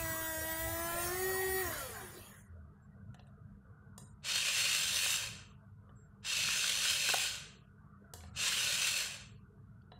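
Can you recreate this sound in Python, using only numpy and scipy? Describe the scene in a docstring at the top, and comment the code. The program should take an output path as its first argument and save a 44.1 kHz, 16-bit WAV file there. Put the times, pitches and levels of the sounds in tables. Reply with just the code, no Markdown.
"""Toy digger on tiles.

A plastic digger's three-pole arm motor whines, speeds up and coasts to a stop; then the track gears
rattle through three short drives, each after a click of the remote's lever. The room hums low and rings
a little. A one-microphone camera stands near; its noise suppressor shuts the toy's treble when quiet."""
import sys
import numpy as np
from scipy import signal
from scipy.fft import rfft, irfft, next_fast_len
from scipy.io import wavfile
from scipy.ndimage import uniform_filter1d, map_coordinates

SR = 44100
rng = np.random.default_rng(int(sys.argv[2]) if len(sys.argv) > 2 else 0)


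def dump(signal):
    """Clip the signal to [-1, 1] and save it as 16-bit WAV at the path in sys.argv[1]."""
    limited = np.clip(np.atleast_2d(signal).T, -1, 1)
    pcm = np.round(limited * 32767).astype(np.int16)
    wavfile.write(sys.argv[1], SR, pcm)


N = 440559

# Room rumble spectrum. Each row: frequency in Hz, relative density in dB.
RUMBLE_SPECTRUM = [(22, -41.5), (38, -9), (103, 3.5), (134, 0), (152, 3), (167, -7.5), (199, -2),
                   (212, -5.5), (228, -11.5), (330, -29), (430, -49), (730, -120)]
# Blotchy low-mid murk spectrum. Each row: frequency in Hz, relative density in dB.
MURK_SPECTRUM = [(150, -33.5), (250, -8.5), (366, -7.5), (437, 2), (564, -17.5), (673, -6), (735, -17.5),
                 (1470, -5), (1760, -25), (1880, -24), (2600, -51.5), (3380, -73.5), (5720, -120)]
# Mains hum. Each row: frequency in Hz, level in dB.
MAINS_PARTIALS = [(50, -69), (100, -68.5), (200, -65)]
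# Amplifier hiss spectrum. Each row: frequency in Hz, relative density in dB.
AMPLIFIER_SPECTRUM = [(1200, -19.5), (2000, -1), (5000, -8), (10000, -7), (12600, -5.5), (13200, -30),
                      (15700, -29)]
# Faint far peeps. Each row: start in seconds, length in seconds, pitch in Hz, level in dB.
FAR_PEEPS = [(2.82, 0.055, 7550, -80), (5.956, .14, 7650, -71.5)]
# Soft far thumps. Each row: start in seconds, length in seconds, pitch in Hz, level in dB.
FAR_THUMPS = [(2.48, 0.29, 89.3, -49), (8.13, 0.34, 88.5, -50)]
# Room decay. Each row: frequency in Hz, T60 in seconds.
ROOM_DECAY = [(300, 0.27), (2000, 0.7), (8000, 0.64), (15000, 0.38)]
# Noise suppressor. Each row: frequency in Hz, threshold in dB per bin.
GATE_THRESHOLDS = [(500, -105), (2000, -96.5), (5000, -89.5), (10000, -95), (15000, -98)]

# Jolts from the swinging arm. Each row: start in seconds, level in dB.
ARM_JOLTS = [(0.0, -41.5), (0.37, -48), (0.6, -41), (1.02, -49), (1.15, -56), (1.45, -48), (1.63, -45),
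             (1.95, -65)]
# Chassis shudder spectrum. Each row: frequency in Hz, relative density in dB.
ROCKING_SPECTRUM = [(30, -46), (48, -10), (65, 2.5), (90, -0.5), (150, -8.5), (220, -36.5)]
# Lever clicks, plastic ticks, gears taking up slack. Each row: start in seconds, relative level in dB,
# snap centre in Hz, relative case ring in dB, snap fall-off one octave away in dB (sign ignored).
CLICK_EVENTS = [(3.144, -41, 4230, -3, 5), (3.1939, -44, 3900, 1, 25), (3.269, -49, 8540, -2, 40),
                (3.9785, -29, 7400, -10.5, 17.5), (4.2607, -39, 2570, -32, 14), (5.8925, -67, 3480, 20, 15),
                (6.2617, -24.5, 4300, -32.5, 20), (8.136, -27, 6860, -7, -5),
                (8.2054, -39.5, 2750, -14.5, 8.5), (8.2362, -55.5, 2950, 17, 8.5),
                (8.2706, -46.5, 3990, -20.5, 13.5), (8.3757, -33, 2680, -42.5, 10),
                (9.8185, -47, 2900, -21, 7.5), (9.9183, -44, 3220, 7, 5)]
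# Hollow case modes. Each row: frequency in Hz, relative level in dB, T60 in seconds.
CASE_MODES = [(560, 0, 0.025), (717, 3, 0.024), (975, 0, 0.018), (1200, 0, 0.014), (1753, 1, 0.012),
              (2860, -5, 0.02), (3530, -6, .018), (4100, -4, .02)]
# Track links hitting tile. Each row: start in seconds, level in dB, thud gain in dB, edge gain in dB.
LINK_KNOCKS = [(4.3565, -37, -4.5, -22), (5.0607, -30.5, -6, -19), (6.3962, -40.5, -17, -23),
               (6.4474, -33, -20, -19), (6.4875, -26.5, -26, -22), (6.642, -24.5, -21, -22.5),
               (6.8542, -25, -17.5, -21.5), (7.089, -25.5, -17.5, -5), (7.097, -27, -5, -9.5),
               (7.1362, -24.5, -10.5, -6), (7.141, -29.5, 5, 3.5)]
# Track link modes. Each row: frequency in Hz, relative level in dB, T60 in seconds.
LINK_MODES = [(562, 1, 0.022), (730, 3, 0.02), (1073, 2, 0.016), (1513, 7, 0.013), (1753, -8, 0.02)]

# Arm gear noise. 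Each row: time in seconds, hiss level in dB, linkage scrape level in dB.
ARM_LEVELS = [(0.0, -48, -60), (0.4, -48.5, -67), (0.86, -46, -83), (1.06, -40.5, -45), (1.14, -43, -65),
              (1.62, -42.5, -68), (1.8, -42.5, -57), (1.95, -48.5, -64), (2.29, -56, -81),
              (2.39, -62.5, -70), (2.55, -95, -83)]
# Arm motor speed until power off. Each row: time in seconds, shaft rate in Hz.
SHAFT_SPEED = [(0, 331), (.06, 324), (.11, 323.9), (.15, 321), (.2, 322.2), (.31, 321.3), (.36, 316.4),
               (.5, 322.4), (.56, 322.7), (.62, 325.9), (.75, 330.3), (.8, 335.2), (.89, 339.2),
               (.93, 339.7), (1.08, 350.5), (1.16, 366.9), (1.22, 373.7), (1.29, 377.6), (1.4, 378),
               (1.61, 377.7)]
# Low shaft harmonics. Each row: multiple of the shaft rate, level before resonances in dB.
SHAFT_HARMONICS = [(1, -55), (2, -52), (3, -59), (4, -61), (5, -52), (6, -62), (7, -63), (8, -67), (9, -65),
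                   (10, -66), (11, -66), (12, -65), (13, -71), (14, -75), (15, -66), (16, -70), (17, -74)]
# Motor housing resonances. Each row: centre in Hz, width in Hz, gain in dB.
HOUSING_RESONANCES = [(374, 25, 18), (659, 54, 8), (1025, 63, 14), (1372, 34, 17), (1936, 58, 17),
                      (2414, 60, 7), (3115, 450, 5), (3572, 121, 6), (4525, 114, 9), (5417, 275, 8),
                      (6726, 168, 4), (7725, 235, 6), (8729, 942, 8), (10521, 500, 9), (11305, 283, 11),
                      (12277, 313, 4), (13737, 344, 14), (14601, 511, 18), (15532, 388, 15)]
# Hollow arm resonances. Each row: centre in Hz, width in Hz, gain in dB.
ARM_RESONANCES = [(507, 110, 11), (846, 130, 0)]
# Arm gearbox resonances. Each row: centre in Hz, width in Hz, gain in dB.
GEARBOX_RESONANCES = [(1140, 150, -2.5), (1885, 87, 8), (6870, 240, 11.5), (8960, 250, 8.5),
                      (11300, 270, 3), (14370, 740, 6.5)]
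# Arm gear hiss spectrum. Each row: frequency in Hz, relative density in dB.
GEAR_SPECTRUM = [(150, -8), (330, -10.5), (600, -4.5), (760, -2.5), (880, -12), (1100, -7), (1350, -6.5),
                 (1700, -7), (2200, -12), (4800, -16.5), (7600, -22), (10800, -9.5), (12500, -18.5),
                 (15700, -16)]
# Linkage scrape spectrum. Each row: frequency in Hz, relative density in dB.
SCRAPE_SPECTRUM = [(3000, -50.5), (6500, -2), (8000, -8), (9500, -4.5), (14000, -32)]

# Track drives. Each row: power on in seconds, power off in seconds, rattle level in dB,
# relative brightness in dB, brightening in dB per second, relative grind in dB.
TRACK_DRIVES = [(4.211, 5.142, -35, -15, 8.5, -15), (6.213, 7.224, -35, -15, 5.2, -16),
                (8.327, 8.977, -35.5, -13, 7, -13.5)]
# Track gear rattle spectrum. Each row: frequency in Hz, relative density in dB.
RATTLE_SPECTRUM = [(250, -41.5), (400, -17), (800, -16.5), (1100, -9), (2000, -8.5), (3000, -2.5),
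                   (5500, -8.5), (7500, -5), (10000, -13), (12500, -17.5), (15700, -21.5)]
# Chassis shell resonances. Each row: centre in Hz, width in Hz, gain in dB.
SHELL_RESONANCES = [(565, 70, 8), (1530, 120, 7), (1800, 120, 3), (2640, 300, 8), (3150, 150, 4),
                    (3720, 130, 6), (4290, 140, 10), (5120, 200, 6), (5800, 130, 4), (6200, 200, 6),
                    (7490, 180, 3), (8900, 300, 2), (10920, 150, 5)]


def amp(db):
    return 10 ** (np.asarray(db) / 20)


def unit_rms(x):
    return x / np.sqrt(np.mean(x ** 2) + 1e-20)


def along(points, hz):
    """Interpolate (Hz, value) points on a log frequency axis."""
    points_hz, values = np.transpose(points)
    return np.interp(np.log(hz + 1), np.log(points_hz + 1), values)


def curves(rows, count):
    """One value per sample for each column after the time."""
    times_s, *columns = np.transpose(rows)
    return [np.interp(np.arange(count) / SR, times_s, column) for column in columns]


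def wobble(rate_hz):
    """Smooth random curve through unit-variance knots."""
    knots = rng.standard_normal(int(N * rate_hz / SR) + 4)
    return map_coordinates(knots, [np.arange(N) * rate_hz / SR])


def filtered(x, response):
    """Apply a zero-phase gain, given as a function of Hz."""
    size = next_fast_len(N + SR // 2)
    return irfft(rfft(x, size) * response(np.fft.rfftfreq(size, 1 / SR)), size)[..., :N]


def coloured(x, spectrum):
    """Shape x by a spectrum; RMS 1."""
    return unit_rms(filtered(x, lambda hz: amp(along(spectrum, hz))))


def boost(resonances, hz):
    """Gain of a flat path plus resonant peaks."""
    peaks = sum(amp(2 * db) / (1 + (2 * (hz - centre_hz) / width_hz) ** 2)
                for centre_hz, width_hz, db in resonances)
    return np.sqrt(1 + peaks)


def patchy(x, depth_db):
    """Random gain in patches of frequency and time."""
    bins = signal.stft(x, nperseg=1024)[2]
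    field = uniform_filter1d(rng.standard_normal(bins.shape), 4, axis=0)
    field = uniform_filter1d(field, 7, axis=1)
    return signal.istft(bins * amp(depth_db * unit_rms(field)), nperseg=1024)[1][:N]


def ring(modes, t, thud_db=0):
    """Damped modes, varied per hit by grip and load; thud_db acts below 1200 Hz."""
    return sum(amp(db + thud_db * (hz < 1200) + rng.normal(0, 2.3) - 60 * t / t60_s)
               * np.sin(2 * np.pi * hz * rng.normal(1, 0.026) * t) for hz, db, t60_s in modes)


def background_tone():
    """Background: lumpy room rumble, mains hum, a blotchy low-mid murk and even amplifier hiss."""
    t = np.arange(N) / SR
    rumble = amp(-58 + 1.76 * wobble(6))
    rumble *= coloured(patchy(rng.standard_normal(N), depth_db=1), RUMBLE_SPECTRUM)
    hum = sum(amp(db + 0.96 * wobble(6.3)) * np.sin(2 * np.pi * hz * t + 0.53 * wobble(0.99))
              for hz, db in MAINS_PARTIALS)
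    murk = amp(-70 + 1.5 * wobble(3))
    murk *= coloured(patchy(rng.standard_normal(N), depth_db=4.8), MURK_SPECTRUM)
    hiss = amp(-92 + 0.63 * wobble(15)) * coloured(rng.standard_normal(N), AMPLIFIER_SPECTRUM)
    return rumble + hum + murk + hiss


def far_tones(rows, sink):
    """Soft tones that sink in pitch as they fade."""
    out = np.zeros(N)
    for start_s, length_s, hz, db in rows:
        progress = np.linspace(0, 1, round(length_s * SR))
        envelope = amp(db) * np.sin(np.pi * progress ** 0.5)
        phase = 2 * np.pi * hz * length_s * (progress - sink * progress ** 2)
        out[round(start_s * SR):][:len(progress)] = envelope * np.sin(phase)
    return out


def room_reverb(x):
    """Diffuse tail; each frequency decays at its own rate."""
    hz, t, bins = signal.stft(rng.standard_normal(SR // 2), SR, nperseg=256)
    decay = amp(-60 * t / along(ROOM_DECAY, hz)[:, None])
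    tail = signal.istft(bins * decay, SR, nperseg=256)[1]
    delayed = np.pad(x, (200, 0))
    return signal.fftconvolve(delayed, tail / np.linalg.norm(tail))[:N]


def noise_suppressor(x):
    """Each band closes as its smoothed power sinks to the threshold."""
    hz, _, bins = signal.stft(x, SR, nperseg=512)
    power = uniform_filter1d(np.abs(bins) ** 2, 7, axis=0)
    power = np.abs(uniform_filter1d(power, 3, axis=1))
    threshold = amp(2 * along(GATE_THRESHOLDS, hz))[:, None]
    gain = np.clip(1 - threshold / (power + 1e-20), 0, 1)
    return signal.istft(bins * gain, SR, nperseg=512)[1][:N]


def chassis_rocking(rise_s=0.014, t60_s=1):
    """Low shudders of the body as the arm swings."""
    envelope, t = np.zeros(N), np.arange(SR) / SR
    for start_s, db in ARM_JOLTS:
        envelope[round(start_s * SR):][:SR] += amp(db - 60 * t / t60_s) * (1 - np.exp(-t / rise_s))
    return envelope * coloured(rng.standard_normal(N), ROCKING_SPECTRUM)


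def plastic_clicks(rise_s=0.0014):
    """A short band of noise snaps; the hollow case rings behind it."""
    out, t = np.zeros(N + SR), np.arange(SR // 8) / SR
    hz = np.fft.rfftfreq(len(t), 1 / SR)
    attack = 1 - np.exp(-t / rise_s)
    decay = amp(-60 * t / 0.019) + 0.25 * amp(-60 * t / 0.0043)
    for start_s, db, centre_hz, case_db, fall_db in CLICK_EVENTS:
        band = amp(-abs(fall_db) * np.log2((hz + 1) / centre_hz) ** 2)
        snap = unit_rms(irfft(rfft(rng.standard_normal(len(t))) * band)) * decay
        hollow = amp(case_db + 1) * ring(CASE_MODES, t)
        out[round(start_s * SR):][:len(t)] += amp(db - 9) * (snap + hollow) * attack
    return out[:N]


def link_knocks(rise_s=0.0017, crack_t60_s=0.017):
    """A link slaps the floor: hollow modes, a dull crack and a sharp edge."""
    out, t = np.zeros(N + SR), np.arange(SR // 8) / SR
    attack = 1 - np.exp(-t / rise_s)
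    for start_s, db, thud_db, edge_db in LINK_KNOCKS:
        hollow = ring(LINK_MODES, t, thud_db)
        dull = 0.57 * uniform_filter1d(rng.standard_normal(len(t)), size=5)
        edge = amp(edge_db) * rng.standard_normal(len(t))
        crack = amp(-60 * t / crack_t60_s) * (dull + edge)
        out[round(start_s * SR):][:len(t)] += amp(db) * (hollow + crack) * attack
    return out[:N]


def brush_harmonics(poles=3, top_multiple=48):
    """(multiple, dB) rows above the low harmonics; multiples of the pole count stand out."""
    rows = []
    for step, multiple in enumerate(range(len(SHAFT_HARMONICS) + 1, top_multiple + 1), start=1):
        pole_db = (6.5 - 0.07 * step) * (multiple % poles == 0)
        pair_db = 1.5 * (multiple % (2 * poles) == 0)
        rows.append((multiple, -66.5 - 0.17 * step + pole_db + pair_db))
    return rows


def motor_whine(shaft_hz, shaft_rad, speed_db, coast_s, hop=64):
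    """Shaft harmonics slide through the housing and arm resonances, fading as the motor coasts."""
    count = len(shaft_hz)
    samples, frames = np.arange(count), np.arange(0, count, hop)
    knots = np.linspace(0, count, num=80)
    whine_db = 2.9 * speed_db
    brush_db = 2.4 * speed_db - 2 * (1 - np.exp(-coast_s / 0.03))  # 2 dB less without current
    tone = np.zeros(count)
    for multiple, db in SHAFT_HARMONICS + brush_harmonics():
        fade_db, spread_db = (whine_db, 1.3) if multiple < 8 else (brush_db, 3.5)
        flutter_db = np.interp(frames, knots, rng.normal(0, spread_db, len(knots)))
        hz = multiple * shaft_hz[frames]
        body = boost(HOUSING_RESONANCES + ARM_RESONANCES, hz)
        body /= np.sqrt(1 + (290 / hz) ** 12)  # too small to radiate bass
        gain = np.interp(samples, frames, amp(fade_db[frames] + db + flutter_db) * body)
        tone += gain * np.sin(multiple * shaft_rad + rng.uniform(0, 2 * np.pi))
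    return tone


def arm_drive(run_down_s=0.77, dry_friction_hz=65):
    """The motor runs, then coasts; gears hiss in step with the shaft and the linkage scrapes."""
    count = round(ARM_LEVELS[-1][0] * SR)
    off_s, off_hz = SHAFT_SPEED[-1]
    coast_s = np.clip(np.arange(count) / SR - off_s, 0, None)
    speed = ((off_hz + dry_friction_hz) * np.exp(-coast_s / run_down_s) - dry_friction_hz) / off_hz
    shaft_hz = curves(SHAFT_SPEED, count)[0] * speed * (1 + 0.0003 * wobble(30)[:count])
    shaft_rad = 2 * np.pi * np.cumsum(shaft_hz) / SR
    whine = motor_whine(shaft_hz, shaft_rad, 20 * np.log10(speed), coast_s)
    teeth = patchy(rng.standard_normal(N), depth_db=6.5)
    gears = filtered(teeth, lambda hz: boost(GEARBOX_RESONANCES, hz))
    hiss = coloured(gears, GEAR_SPECTRUM)[:count] * (1 + 0.067 * np.sin(shaft_rad))
    scrape = coloured(rng.standard_normal(N) * amp(2.2 * wobble(60)), SCRAPE_SPECTRUM)[:count]
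    hiss_db, scrape_db = curves(ARM_LEVELS, count)
    return np.pad(whine + amp(hiss_db) * hiss + amp(scrape_db) * scrape, (0, N - count))


def track_levels_db(spin_up_s=0.029, roll_out_s=0.48):
    """Rattle level, relative brightness and relative grind follow the track speed."""
    t, levels_db = np.arange(N) / SR, np.full((3, N), -150.)
    for on_s, off_s, rattle_db, bright_db, bright_db_per_s, grind_db in TRACK_DRIVES:
        moving = (t > on_s) & (t < off_s + roll_out_s)
        run_s, roll_s = t[moving] - on_s, np.clip(t[moving] - off_s, 0, None)
        speed = (1 - np.exp(-run_s / spin_up_s)) * (1 - roll_s / roll_out_s)
        speed_db = 20 * np.log10(speed + 1e-6)
        slack_db = -7 * (run_s < 0.035)  # gears run light until their play is taken up
        unload_db = np.exp(-roll_s / 0.023) - 1  # quieter once the motor stops pushing
        levels_db[:, moving] = [rattle_db + 3.66 * speed_db + slack_db + unload_db,
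                                bright_db + 1.9 * speed_db + bright_db_per_s * (run_s - roll_s),
                                grind_db - 1.33 * speed_db]
    return levels_db


def track_gears(grind_hz=1800, bright_hz=8800):
    """Loose teeth strike densely enough to blur into throbbing noise that rings the shell."""
    teeth = rng.standard_normal(N) * amp(0.7 * wobble(15) + 0.6 * wobble(60) + 1.3 * wobble(260))
    rattle = filtered(patchy(teeth, depth_db=2.1),
                      lambda hz: amp(along(RATTLE_SPECTRUM, hz)) * boost(SHELL_RESONANCES, hz))
    low = lambda hz: 1 / (1 + (hz / grind_hz) ** 8)
    high = lambda hz: 1 - 1 / (1 + (hz / bright_hz) ** 8)
    mid = lambda hz: 1 - low(hz) - high(hz)
    grind, body, bright = (unit_rms(filtered(rattle, band)) for band in (low, mid, high))
    rattle_db, bright_db, grind_db = track_levels_db()
    return amp(rattle_db) * (body + amp(grind_db) * grind + amp(bright_db) * bright)


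def scene():
    """Toy and reverb through the suppressor, plus rocking and background; mono on two channels."""
    digger = arm_drive() + track_gears() + link_knocks()
    clicks = plastic_clicks()
    toy = digger + amp(-11) * room_reverb(digger) + clicks + amp(-1.5) * room_reverb(clicks)
    far = far_tones(FAR_PEEPS, sink=0.011) + far_tones(FAR_THUMPS, sink=0.12)
    return np.tile(noise_suppressor(toy) + chassis_rocking() + far + background_tone(), (2, 1))


def record(dry):
    """Camera band limit."""
    stop_hz, taper_hz = 15830, 160
    return filtered(dry, lambda hz: np.sin(np.pi / 2 * np.clip((stop_hz - hz) / taper_hz, 0, 1)) ** 2)


dry = scene()
out = record(dry)
dump(out)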